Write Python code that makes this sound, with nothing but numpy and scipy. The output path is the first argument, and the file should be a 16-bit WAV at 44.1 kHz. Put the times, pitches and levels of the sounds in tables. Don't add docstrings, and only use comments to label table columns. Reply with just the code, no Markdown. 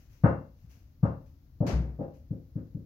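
import sys
import numpy as np
from scipy import signal
from scipy.fft import rfft, irfft
from scipy.io import wavfile

SR = 44100
rng = np.random.default_rng(int(sys.argv[2]) if len(sys.argv) > 2 else 0)


def waveform_to_disk(signal):
    frames = np.transpose(np.atleast_2d(signal))
    scaled = np.clip(frames, -1, 1) * 32767
    samples = np.round(scaled).astype(np.int16)
    wavfile.write(sys.argv[1], SR, samples)


N = 125685

# (time [s], thump gain [dB], ring gain [dB],
# contact cut-off [Hz], low = soft, gain of the hard edge of the contact [dB])
KNOCKS = [(0.236, -6.5, 1, 2146, -14), (0.640, -44.5, -54, 306, -47.5), (1.029, -10.5, -7.5, 1355, -17.5),
          (1.6041, -14.5, -6.5, 755, -30.5), (1.633, -28.5, -9.5, 515, -23), (1.988, -27.5, -9, 680, -32),
          (2.009, -28, -24, 660, -30.5), (2.3064, -22, -14, 410, -42), (2.5552, -23, -14, 399, -33),
          (2.7466, -25.5, -16, 340, -48)]
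# (frequency [Hz], level before the knock's gain [dB], t60 [s])
LOW_MODES = [(77.44, -16.5, 0.36), (109.5, -14.5, 0.35), (127.1, -19.5, 0.4), (148, -20.5, 0.47),
             (180.85, -15.5, 0.3), (204.1, -20.5, .38)]
# (frequency [Hz], level before the knock's gain [dB], t60 [s])
DISH_MODES = [(227, -30.5, 0.35), (252.6, -26, 0.35), (270, -27.5, .36), (301.7, -33, .32),
              (342.4, -33.5, 0.35), (489.5, -35.5, 0.26), (522.3, -29, .32), (547.6, -35.5, .3),
              (591.6, -28, 0.28), (712.3, -32, 0.26), (802, -32.5, .32), (929, -36, .27),
              (993, -35.5, 0.24), (1171, -37, 0.31), (1260, -36.5, 0.23), (1465, -39.5, 0.24),
              (1488, -38, .27), (1600, -40.5, 0.14), (2116, -50, .44), (2748, -52.5, .48)]
# (frequency [Hz], relative density [dB per Hz])
CLATTER_COLOUR = [(45, -33.5), (90, -9.5), (170, 3.5), (280, -0.5), (400, -9.5), (570, 1.5), (665, -7.5),
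                  (780, -7), (1050, -11), (1350, -13), (1600, -16.5), (2200, -27), (3200, -39), (6000, -43),
                  (9000, -59.5)]
# (frequency [Hz], relative density [dB per Hz])
SCUFF_COLOUR = [(40, -1.5), (90, 20.5), (170, 19), (400, 7), (600, 5.5), (1000, -2.5), (1600, -5),
                (2600, -9.5), (3400, -15), (4500, -11.5), (6400, -12.5), (8500, -28.5), (12000, -23),
                (15500, -29.5)]
# (frequency [Hz], level [dB], t60 [s])
BOOM_MODES = [(61.84, -16, 0.53), (120.8, -24.5, 0.41), (143.7, -29.5, 0.63), (167.6, -25.5, 0.38),
              (198.4, -32, 0.35), (248.6, -37.5, 0.4)]
# (time [s], level [dB], rise [s], t60 [s])
RUSTLES = [(-0.02, -66.5, 0.016, 0.57), (0.095, -59, 0.096, 0.46), (0.55, -71.5, 0.061, 0.83),
           (0.693, -65, .012, 0.54), (1.257, -75, 0.0046, 0.41), (2.133, -67, .02, 0.27)]
# (frequency [Hz], relative density [dB per Hz])
RUSTLE_COLOUR = [(500, 3), (1100, -4.5), (1500, -3), (2800, -2), (3600, -11.5), (6200, -2.5), (8400, -21),
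                 (12000, -8.5), (15500, -7.5)]
# (frequency [Hz], relative density [dB per Hz])
ROOM_COLOUR = [(20, -12), (45, 0.5), (70, 4.5), (130, -3.5), (180, -16), (270, -14), (400, -31),
               (600, -32.5), (1000, -40.5), (3200, -49), (5000, -46.5), (6700, -49.5), (8600, -67.5),
               (12000, -46), (15500, -45)]
# (frequency [Hz], left over right [dB])
BALANCE = [(60, 3.5), (200, 2), (400, 4), (700, 3.5), (1300, 5.5), (2400, 4.5), (4400, 8.5), (8000, 7),
           (15000, 0)]
# (frequency [Hz], side over mid [dB])
WIDTH = [(100, -22.5), (220, -10.5), (400, -10), (700, -4.5), (1300, 1), (15000, -0.5)]

T = np.arange(N) / SR
HZ = np.fft.rfftfreq(N, 1 / SR)
SIDES = np.array([[1], [-1]])

THUMP_HZ, THUMP_PEAK_S, THUMP_WIDTH_S, THUMP_PAN_DB = 148, 0.009, 0.0069, 4
LOW_DELAY_S, LOW_RISE_S = 0.01368, 0.0088
RING_RISE_S, MODE_SPREAD_HZ, STRIKE_SCATTER_DB = 0.014, 1000, 3
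CLATTER_DB, CLATTER_RISE_S, CLATTER_T60_S, CLATTER_DAMPING = -20, 0.024, 0.33, 0.15
EDGE_HZ, EDGE_DELAY_S = 1120, 0.01
SNAP_DB, SNAP_HZ, SNAP_RISE_S, SNAP_T60_S = -35, 3500, 0.0012, 0.091
SCUFF_S, SCUFF_DB, SCUFF_RISE_S, SCUFF_T60_S, SCUFF_DAMPING = 1.665, -25.5, 0.029, 0.49, 0.27
BOOM_S, BOOM_RISE_S = 1.722, 0.014
RING_DIRECT = 0.17
TAIL_ONSET_S = 0.00069
ROOM_DB = -54
LOW_CUT_HZ, TOP_HZ = 17, 15800


def knocks():
    low = thump()
    modes = ring(DISH_MODES, RING_RISE_S)
    clatter = undb(CLATTER_DB) * tail(CLATTER_COLOUR, CLATTER_RISE_S, CLATTER_T60_S, CLATTER_DAMPING)
    out = np.zeros((2, N))
    for start_s, thump_db, ring_db, contact_hz, edge_db in KNOCKS:
        spot = undb(STRIKE_SCATTER_DB * rng.standard_normal(len(DISH_MODES)))
        body = np.tensordot(spot, modes, axes=1) + clatter
        hollow = cut(body, contact_hz, "low", order=4)
        edge = at(EDGE_DELAY_S, cut(body, EDGE_HZ, "high", order=2))
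        knock = undb(thump_db) * low + undb(ring_db) * hollow + undb(edge_db) * edge
        out += at(start_s, knock)
    return out


def thump():
    late = T - THUMP_PEAK_S
    bell = np.exp(-(late / THUMP_WIDTH_S) ** 2)
    onset = 1 - np.exp(-T / 0.001)
    push = -np.cos(2 * np.pi * THUMP_HZ * late) * bell * onset
    answer = ring(LOW_MODES, LOW_RISE_S).sum(axis=0)
    return push * undb(SIDES * THUMP_PAN_DB / 2) + at(LOW_DELAY_S, answer)


def slip():
    snap = cut(noise(SCUFF_COLOUR), SNAP_HZ, "high", order=1) * swell(SNAP_RISE_S, SNAP_T60_S)
    scuff = tail(SCUFF_COLOUR, SCUFF_RISE_S, SCUFF_T60_S, SCUFF_DAMPING)
    boom = ring(BOOM_MODES, BOOM_RISE_S).sum(axis=0) * (1 - np.exp(-T / BOOM_RISE_S))
    return at(SCUFF_S, undb(SNAP_DB) * snap + undb(SCUFF_DB) * scuff) + at(BOOM_S, boom)


def bedding():
    effort = np.zeros((1, N))
    for start_s, db, rise_s, t60_s in RUSTLES:
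        effort += at(start_s, undb(db) * swell(rise_s, t60_s)[None])
    return noise(RUSTLE_COLOUR) * effort


def room():
    return undb(ROOM_DB) * noise(ROOM_COLOUR)


def ring(modes, rise_s):
    out = []
    for k, (hz, db, t60_s) in enumerate(modes):
        apart = (-1) ** k * np.pi / 4 * min(hz / MODE_SPREAD_HZ, 1)
        phase = 2 * np.pi * (hz * T + rng.random()) + SIDES * apart
        out.append(undb(db) * pan(hz) * swell(rise_s, t60_s) * np.sin(phase))
    return np.array(out)


def tail(colour, rise_s, t60_s, damping):
    spectrum = rfft(noise(colour))
    octave = np.log2(np.clip(HZ, 250, 16000) / 1000)
    out = np.zeros((2, N))
    for k in range(-2, 5, 2):
        band = irfft(spectrum * np.maximum(1 - abs(octave - k) / 2, 0), N)
        out += band * swell(rise_s, t60_s * 2 ** (-k * damping), RING_DIRECT)
    return out * (1 - np.exp(-T / TAIL_ONSET_S))


def noise(colour):
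    mid, side = np.exp(2j * np.pi * rng.random((2, len(HZ)))) * gain_at(colour, HZ)
    stereo = mid + SIDES * side * gain_at(WIDTH, HZ)
    return irfft(stereo * pan(HZ), N) / irfft(mid, N).std()


def swell(rise_s, t60_s, direct=0):
    build = 1 - (1 - direct) * np.exp(-T / rise_s)
    return build * np.exp(-np.log(1000) * T / t60_s)


def pan(hz):
    return gain_at(BALANCE, hz) ** (SIDES / 2)


def gain_at(points, hz):
    f, db = np.array(points).T
    return undb(np.interp(np.log(hz + 1e-9), np.log(f), db))


def undb(db):
    return 10 ** (np.asarray(db) / 20)


def at(start_s, x):
    k = int(round(start_s * SR))
    late, early = max(k, 0), max(-k, 0)
    return np.pad(x, ((0, 0), (late, early)))[:, early:][:, :N]


def cut(x, hz, kind, order):
    return signal.sosfilt(signal.butter(order, hz, kind, fs=SR, output="sos"), x)


def scene():
    return knocks() + slip() + bedding() + room()


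def record(dry):
    thinned = cut(dry, LOW_CUT_HZ, "high", order=2)
    top_cut = signal.ellip(10, 0.2, 80, TOP_HZ, fs=SR, output="sos")
    return signal.sosfilt(top_cut, thinned)


dry = scene()
out = record(dry)
waveform_to_disk(out)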